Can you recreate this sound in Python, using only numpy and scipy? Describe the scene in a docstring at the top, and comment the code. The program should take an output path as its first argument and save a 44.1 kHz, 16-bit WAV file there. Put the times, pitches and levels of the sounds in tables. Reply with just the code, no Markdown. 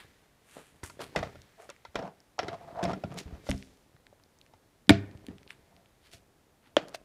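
"""Plastic knocks, scrapes, clicks and rustles on a wooden bench in a garage, over a faint hiss.
Bottles and thin cups are handled, nudged, dragged and set down. Knocks ring damped modes of hollow,
walls and bench top; drags are stick-slip grit in resonances plus a wandering note; thumps are single
low modes; ticks, scuffs and rustle are shaped noise. Decaying noise bands give the room's echoes."""
import sys
import numpy as np
from scipy import signal
from scipy.fft import rfft, irfft
from scipy.io import wavfile

SR = 44100
rng = np.random.default_rng(int(sys.argv[2]) if len(sys.argv) > 2 else 0)


def pcm_store(signal):
    """Save signal as 16-bit PCM."""
    levels = np.round(np.clip(np.atleast_2d(signal), -1, 1) * 32767)
    wavfile.write(sys.argv[1], SR, levels.astype(np.int16).T)


N = 310464
RING = SR // 3  # samples

# Knocks of the light cup, the full bottle and the tall empty cup. 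Each row: start in seconds,
# hollow peak in dB, hollow pitch in Hz, walls peak in dB, bench peak in dB.
CUP_KNOCKS = [(0.568, -35, 420, -63, -74), (0.832, -37.5, 375, -33.5, -68), (0.846, -53, 655, -37, -53.5),
              (0.897, -51, 604, -38, -66), (0.992, -33.5, 571, -42.5, -56), (1.015, -51, 670, -46, -46),
              (1.151, -32.5, 850, -62, -64), (1.16, -17, 550, -17.5, -62), (1.191, -41, 604, -39, -33.5),
              (1.228, -23.5, 685, -30, -36.5), (1.355, -41.5, 550, -49, -47.5),
              (1.691, -39, 565, -40.5, -69.5), (1.7, -42.5, 564, -39, -65), (1.85, -41.5, 650, -37, -79),
              (1.945, -45, 563, -48, -40), (1.955, -21, 546, -21, -52), (1.99, -29.5, 580, -37, -41),
              (2.024, -30, 530, -42.5, -50), (2.382, -34, 790, -46, -45), (2.39, -20, 633, -20.5, -66),
              (2.43, -31.5, 390, -32, -43), (2.482, -29.5, 433, -26.5, -40.5), (2.534, -48, 700, -63, -73),
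              (2.828, -25, 383, -28.5, -40), (2.851, -22.5, 650, -28, -34.5), (2.904, -37, 676, -50, -36),
              (2.932, -28, 686, -32, -43), (3.037, -23.5, 644, -34.5, -33.5), (3.466, -40, 530, -40, -51),
              (3.489, -23, 580, -31.5, -21), (3.513, -47, 670, -39, -53), (4.127, -46, 600, -69, -69),
              (4.536, -47, 860, -53.5, -61)]
BOTTLE_KNOCKS = [(4.8933, -7.5, 310, -3.5, -16.5), (4.9035, -3.5, 286, -12.5, -17.5),
                 (5.284, -32, 270, -43, -40.5), (5.503, -63, 300.8, -45.5, -60),
                 (6.133, -56, 345.7, -49, -48.5)]
TALL_CUP_KNOCKS = [(6.7675, -8.5, 594, -7, -48.5), (6.946, -29, 663, -41, -63)]

# Modes of walls and bench top. Each row: nominal frequency in Hz, relative level in dB, t60 in seconds.
CUP_WALLS = [(925, -0.5, 0.02), (1176, 1, 0.009), (1380, 0, 0.036), (1730, 3.5, 0.0082),
             (2040, -3.5, 0.023), (2480, -2, 0.0081), (3090, -3.5, 0.0078), (3350, -4.5, 0.011),
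             (3750, -6.5, 0.011), (4480, -3, 0.0053), (5460, -4, 0.011), (6670, -3, 0.0016)]
BOTTLE_WALLS = [(473, -5, .05), (554, -4, .05), (669, 1, 0.15), (740, 2, 0.04), (920, -5, .025),
                (1240, 2, .01), (1500, 3, .012), (1803, 2.5, 0.027), (2130, 4.5, 0.011),
                (2400, 4.5, 0.0087), (2750, 0, 0.021), (3250, 8.5, .005), (3950, 5, .006),
                (4770, 1.5, .005)]
TALL_CUP_WALLS = [(316, -7, 0.03), (414, -3, 0.015), (830, -2.5, 0.005), (1085, 4, 0.0057),
                  (1754, -10, 0.013), (3240, -2, 0.0063), (4730, -28, 0.0051), (6050, -9, 0.0018)]
BENCH = [(45.3, -8, 0.12), (74, 0.5, 0.16), (101, 3.5, .22), (131, -1, 0.18), (158, -5.5, 0.023),
         (197.5, -7.5, 0.39), (263, -6, 0.26), (301, -10, 0.14), (400, -7, 0.45)]
CHATTER_GROWTH = .12  # harder blows chatter longer: dB of length per dB of blow

# Cup sliding on the bench. Each row: start in seconds, attack in ms, hold in ms, cup level in dB,
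# bench top level in dB, share that sings in the hollow (0-1).
DRAGS = [(0.53, 55, 5, -50, -58, 0), (0.997, 8, 8.3, -38, -57, 0.54), (1.163, 2.2, 23, -35.5, -38.5, .2),
         (1.224, 4.3, 32.4, -45, -51.5, 0.13), (1.57, 16, 55, -56, -81, 0.57),
         (1.96, 5, 106.4, -40.5, -48, 0.91), (2.395, 3.5, 147, -42.5, -52.5, 0.84),
         (2.58, 30, 54, -55.5, -65, 0.82), (2.66, 26, 23, -47.5, -76, 0.93),
         (2.705, 83, 28, -36.5, -56, .97), (2.825, 7.1, 80, -36.5, -35, 0.77),
         (2.92, 12, 50, -74, -43.5, 0.5), (3.039, 2.3, 8.5, -49, -35.5, 1),
         (3.09, 19, 90, -50.5, -45.5, 0.34), (3.25, 17, 96, -59, -53.5, 0.18),
         (3.493, 4.3, 30, -49, -42, 0.54), (5.284, 6.1, 36, -62.5, -45.5, 0),
         (5.701, 18, 95, -68.5, -74, 1), (6.779, 2.9, 9.4, -43.5, -44, 0.5), (6.81, 5, 120, -58, -64, 0.02)]
# Resonances of the singing hollow, rattling rim and buzzing bench top.
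# Each row: frequency in Hz, width in Hz, relative level in dB.
DRAG_COLOUR = [(676.4, 18.3, 4.5), (522, 360, -3.5), (430, 33, -29), (1290, 900, -7)]
DRAG_RATTLE = [(454, 67, 19), (600, 270, 16), (1180, 170, 6.5), (1760, 690, -43.5), (4120, 1800, -29.5)]
BENCH_BUZZ = [(181, 35, 2.5), (138.5, 16, -13.5), (293, 130, -9)]
CUP_RELEASE_MS, TOP_RELEASE_MS, DRAG_WAVER_RMS_DB = 23, 21.2, 2
# Slips lock to the hollow and hold its note; SING_DB is relative to the singing grit.
SING_HZ, SING_WANDER_RMS_HZ, SING_DB = 696, 25.1, -1.5

# Dull thumps of wrist and bench frame. Each row: start in seconds, peak in dB, frequency in Hz.
THUMPS = [(0.832, -37, 89), (1.166, -39, 65), (1.387, -50.5, 86), (1.885, -54.5, 76.6), (1.96, -45, 60),
          (2.831, -37, 143), (3.043, -39, 143), (3.256, -37, 73.5), (3.327, -35, 71), (3.493, -22, 79),
          (3.542, -32, 74.4), (3.945, -52.5, 124), (4.88, -38, 200), (5.15, -41.5, 100)]
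THUMP_CYCLES = 5.9  # until 60 dB down

# Small clicks of fingers and plastic. Each row: start in seconds, peak in dB, frequency in Hz.
TICKS = [(0.512, -43, 7000), (1.1778, -43, 6960), (1.191, -39, 6500), (1.016, -31, 3120),
         (1.4184, -40, 5500), (1.701, -32.5, 6350), (1.7638, -44.5, 2000), (2.2035, -47.5, 4970),
         (3.1425, -39, 8050), (3.497, -27.5, 6000), (3.5069, -23, 6940), (3.514, -17, 2130),
         (3.528, -37, 2500), (3.579, -40, 5100), (3.626, -36.5, 1870), (3.965, -51, 1170),
         (4.0675, -41.5, 1640), (4.199, -52, 1180), (4.2374, -44.5, 4450), (4.388, -47.5, 5370),
         (4.414, -42, 3640), (4.464, -48, 2440), (4.870, -51, 3270), (5.113, -48, 3070),
         (5.1743, -46, 3030), (5.2102, -58, 2040), (5.2666, -38, 3380), (5.383, -43.5, 2400),
         (5.4312, -45.5, 2390), (5.477, -40, 2390), (5.506, -26.5, 2320), (5.7651, -46, 2240),
         (5.8592, -49, 3136), (6.116, -46, 4000), (6.884, -36.5, 4500), (6.893, -43, 7400),
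         (6.936, -50, 6000), (6.957, -38, 9000)]

# Skin and cloth brushing past. Each row: peak time in seconds, rise in ms, fall in ms, level in dB,
# centre in Hz, fizz in dB relative to the broad band.
SCUFFS = [(0, 0.85, 29, -50.5, 2080, -10), (0.576, 96, 103, -58, 2160, -2),
          (0.838, 3.6, 40, -51.5, 1960, 4.5), (1.023, 18, 30, -46.5, 3100, -6.5),
          (1.62, 25, 57, -60, 1250, -4.5), (2.839, 9.2, 11, -41.5, 3300, -33),
          (2.92, 11, 11, -50, 1350, -22), (3.188, 12, 18, -40, 3680, -22), (3.489, 38, 125, -55, 4070, -13),
          (5.512, 22, 23, -56.5, 2160, -7.5), (6.07, 40, 30, -62.5, 3000, -11),
          (6.139, 16.4, 22, -50.5, 3630, -9.5), (6.67, 34, 21, -64, 1800, -23),
          (6.949, 5.5, 5.7, -35.5, 2960, -17.5)]

# Handling levels, interpolated. Each row: time in seconds, bench rumble in dB, hand rustle in dB.
HANDS = [(0.0, -59.5, -64), (0.29, -82, -73.5), (0.84, -68, -74), (1.19, -53.5, -61), (1.62, -77, -70),
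         (2.39, -85, -75.5), (2.59, -64, -67), (2.8, -53, -67), (3.02, -53.5, -65), (3.47, -60, -67),
         (3.73, -68, -75), (4.04, -72.5, -76.5), (4.86, -75, -76), (5.02, -48.5, -69), (5.16, -57, -71),
         (5.8, -70.5, -74), (6.63, -70.5, -78.5), (7.04, -66, -76)]
# Rustle resonances. Each row: frequency in Hz, width in Hz, relative level in dB.
RUSTLE_COLOUR = [(1880, 970, 18), (3430, 1500, 5), (9200, 22000, -5)]

# Echo bands. Each row: low edge in Hz, high edge in Hz, t60 in seconds, level in dB.
ROOM = [(41, 270, 0.52, -46), (389, 1900, 0.63, -57.5), (1405, 2600, .4, -50), (2600, 3700, .25, -57.5),
        (4800, 8000, 0.3, -53.5)]

# Background spectrum. Each row: frequency in Hz, relative density in dB per Hz.
AIR = [(15, -33.5), (25, -2), (101, -2), (703, -8.5), (1300, -15), (2010, -22), (11500, -25.5),
       (14300, -30.5), (15500, -31)]
AIR_RMS_DB = -67

TOP_HZ = 15500


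def knocks(table, walls, hollow_t60_s, push_ms, tip_hz, chatter_ms_at_0db, chatter_db, crack_db,
           rattle_db, rattle_t60_s):
    """A blow, then the rim chatters and clutter rattles on; walls take it sharp, hollow and bench softer."""
    out = np.zeros(N)
    push = np.hanning(int(push_ms * SR / 1000) + 3)
    impulse = signal.unit_impulse(RING)
    rattle_peaks = [(504, 440, 3.5), (1700, 1500, 2.5), (3500, 1500, -7.5)]
    for start_s, hollow_db, hollow_hz, walls_db, bench_db in table:
        chatter_noise, rattle_noise = rng.standard_normal((2, RING))
        walls_luck, bench_luck = rng.standard_normal((2, 16))

        chatter_ms = max(chatter_ms_at_0db * amp(CHATTER_GROWTH * walls_db), .2)  # time constant
        chatter = chatter_noise * fade(chatter_ms * np.log(1000) / 1000)
        sharp = band((amp(chatter_db) * chatter + impulse)[:SR // 4], 150, tip_hz)
        soft = np.convolve((0.11 * chatter + impulse)[:SR // 4], push)

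        hollow = ring([(hollow_hz, 0, hollow_t60_s)])
        add(out, start_s, signal.fftconvolve(soft, hollow), hollow_db)
        add(out, start_s, signal.fftconvolve(sharp, ring(walls, walls_luck)), walls_db)
        add(out, start_s, signal.fftconvolve(soft, ring(BENCH, bench_luck)), bench_db)
        add(out, start_s, band(chatter, 5000, 10000), walls_db + crack_db)

        dull = band(resonances(rattle_noise, rattle_peaks), 200, 4500) * fade(rattle_t60_s)
        # the treble dies first
        bright = amp(-16) * band(rattle_noise, 3000, 11000) * fade(0.47 * rattle_t60_s)
        add(out, start_s, dull + bright, walls_db + rattle_db)
    return out


def ring(modes, luck=None):
    """Impulse response of damped modes; luck (the spot of the blow) varies share and tuning."""
    t = np.arange(RING) / SR
    luck = np.zeros(len(modes)) if luck is None else luck
    # neighbouring modes swing in opposite senses, which fills the valleys between them
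    share = amp(2 * luck) * (-1) ** np.arange(len(luck))
    detune = 1 + .006 * luck
    body = np.zeros(RING)
    for (hz, db, t60_s), gain, ratio in zip(modes, share, detune):
        body += amp(db) * gain * fade(t60_s) * np.sin(2 * np.pi * hz * ratio * t)
    return band(body, .5 * modes[0][0], 3 * modes[-1][0])  # little radiates below the lowest


def drags():
    """The rough bench makes the sliding cup sing in its hollow or rattle on its rim, and the top buzz."""
    gain = np.zeros((3, N))
    for start_s, attack_ms, hold_ms, cup_db, top_db, sing in DRAGS:
        cup = amp(cup_db) * stroke(start_s, attack_ms, hold_ms, CUP_RELEASE_MS)
        top = amp(top_db) * stroke(start_s, attack_ms, hold_ms, TOP_RELEASE_MS)
        sing = np.clip(sing, 0, 1)
        gain += [np.sqrt(sing) * cup, np.sqrt(1 - sing) * cup, top]

    waver = amp(DRAG_WAVER_RMS_DB * unit(band(rng.standard_normal(N), 10.6, 32.7)))
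    note_hz = SING_HZ + SING_WANDER_RMS_HZ * unit(band(rng.standard_normal(N), 4.4, 40))
    note = amp(SING_DB) * np.sin(2 * np.pi * np.cumsum(note_hz) / SR)

    singing_grit = unit(band(resonances(grit(600, 2.8), DRAG_COLOUR), 580, 1000))
    hollow = unit(singing_grit + note)
    rim = unit(band(resonances(grit(500, 2.6), DRAG_RATTLE), 340, 6630))
    top = unit(band(resonances(grit(200, 6.0), BENCH_BUZZ), 118, 426))
    return waver * np.sum(gain * [hollow, rim, top], axis=0)


def stroke(start_s, attack_ms, hold_ms, release_ms):
    """Pressure builds as a square law, holds, then lets go exponentially."""
    ms = 1000 * (np.arange(N) / SR - start_s)
    build = np.clip(ms / max(attack_ms, 1), 0, 1) ** 2
    return build * np.exp(-np.maximum(ms - attack_ms - hold_ms, 0) / release_ms)


def grit(slips_per_s, spread_db):
    """Stick-slip: random slips of unequal size, spread capped, over a bed of fine ones."""
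    hits = rng.random(N) < slips_per_s / SR
    size = amp(spread_db * np.minimum(rng.exponential(size=N), 2.5))
    slips = hits * size * rng.standard_normal(N)
    return unit(unit(slips) + rng.standard_normal(N))


def thumps():
    """One low, heavily damped mode each."""
    out = np.zeros(N)
    for start_s, db, hz in THUMPS:
        add(out, start_s, ring([(hz, 0, THUMP_CYCLES / hz)]), db)
    return out


def ticks():
    """Each click is a few milliseconds of decaying noise in one broad resonance."""
    out = np.zeros(N)
    for start_s, db, hz in TICKS:
        snap = (rng.standard_normal(RING) * fade(0.0027))[:2048]
        click = resonances(snap, [(hz, .6 * hz, 0)])
        add(out, start_s, band(click, .25 * hz, min(3 * hz, 12000)), db)
    return out


def scuffs():
    """Skin and cloth catch on fine grain: swells of a broad band plus a bright fizz."""
    t = np.arange(N) / SR
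    out = np.zeros(N)
    grain = grit(1300, 5.8)
    for peak_s, rise_ms, fall_ms, db, hz, fizz_db in SCUFFS:
        near = slice(max(int((peak_s - .3) * SR), 0), int((peak_s + .4) * SR))
        ms = 1000 * (t[near] - peak_s)
        swell = np.where(ms < 0, np.exp(-(ms / rise_ms) ** 2), np.exp(-np.abs(ms) / fall_ms))
        broad = unit(band(grain[near], 0.44 * hz, 1.75 * hz))
        fizz = amp(fizz_db) * unit(band(grain[near], 5100, 10400))
        out[near] += amp(db) * swell * (broad + fizz)
    return out


def hands():
    """The bench rumbles under the arms, sleeves rustle: grit through broad resonances."""
    time_s, *columns = np.transpose(HANDS)
    rumble_db, rustle_db = (np.interp(np.arange(N) / SR, time_s, c) for c in columns)
    bench_peaks = [(hz, 0.34 * hz, db) for hz, db, _ in BENCH]
    rumble = unit(band(resonances(grit(42, 1.5), bench_peaks), 22, 900))
    rustle = unit(resonances(grit(4900, 3.7), RUSTLE_COLOUR))
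    return amp(rumble_db) * rumble + amp(rustle_db) * rustle


def garage(x):
    """Dense echoes of brick and clutter after 6 ms; each band of noise dies at its own rate."""
    size = SR // 2
    echoes = np.zeros(size)
    for low_hz, high_hz, t60_s, db in ROOM:
        echoes += amp(db) * band(rng.standard_normal(size), low_hz, high_hz) * fade(t60_s, size)
    return signal.fftconvolve(x, np.r_[np.zeros(int(.006 * SR)), echoes])[:N]


def air():
    """Steady hiss and distant rumble: noise shaped in its spectrum."""
    hz, db = np.transpose(AIR)
    log_hz = np.log(np.fft.rfftfreq(N, 1 / SR) + 1)  # +1 avoids log of zero
    shape = amp(np.interp(log_hz, np.log(hz), db))
    return amp(AIR_RMS_DB) * unit(irfft(rfft(rng.standard_normal(N)) * shape, N))


def amp(db):
    """Decibels to gain."""
    return 10 ** (np.asarray(db) / 20)


def unit(x):
    """Scale to rms 1."""
    return x / np.sqrt(np.mean(x ** 2))


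def fade(t60_s, size=RING):
    """Exponential fall, 60 dB in t60_s."""
    return np.exp(-np.log(1000) * np.arange(size) / SR / t60_s)


def band(x, low_hz, high_hz):
    """Band-pass, 12 dB per octave on each side."""
    return signal.sosfilt(signal.butter(2, [low_hz, high_hz], "bandpass", fs=SR, output="sos"), x)


def resonances(x, peaks):
    """Parallel resonances from rows of Hz, width in Hz, dB."""
    return sum(amp(db) * signal.lfilter(*signal.iirpeak(hz, hz / width_hz, SR), x)
               for hz, width_hz, db in peaks)


def add(out, start_s, sound, peak_db):
    """Place a sound at start_s with its peak at peak_db."""
    i = int(start_s * SR)
    out[i:i + len(sound)] += (sound * amp(peak_db) / np.abs(sound).max())[:N - i]


def scene():
    """Everything on the bench, its echoes and the air."""
    cup = knocks(CUP_KNOCKS, CUP_WALLS, hollow_t60_s=0.022, push_ms=.4, tip_hz=12000,
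                 chatter_ms_at_0db=7.6, chatter_db=-8, crack_db=-34, rattle_db=-12, rattle_t60_s=0.14)
    tall_cup = knocks(TALL_CUP_KNOCKS, TALL_CUP_WALLS, hollow_t60_s=0.025, push_ms=0.087, tip_hz=6050,
                      chatter_ms_at_0db=0.88, chatter_db=-14.5, crack_db=-31,
                      rattle_db=-15.5, rattle_t60_s=0.09)
    bottle = knocks(BOTTLE_KNOCKS, BOTTLE_WALLS, hollow_t60_s=0.045, push_ms=.45, tip_hz=12000,
                    chatter_ms_at_0db=2.8, chatter_db=-5, crack_db=-12.5,
                    rattle_db=-15.5, rattle_t60_s=0.19)
    near = cup + tall_cup + bottle + drags() + thumps() + ticks() + scuffs() + hands()
    return (near + garage(near) + air())[None]


def record(dry):
    """Peaks beyond 0.9 clip; a steep low-pass then cuts the top."""
    low_pass = signal.ellip(10, .2, 80, TOP_HZ, fs=SR, output="sos")
    return signal.sosfilt(low_pass, np.clip(dry, -.9, .9))


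dry = scene()
out = record(dry)
pcm_store(out)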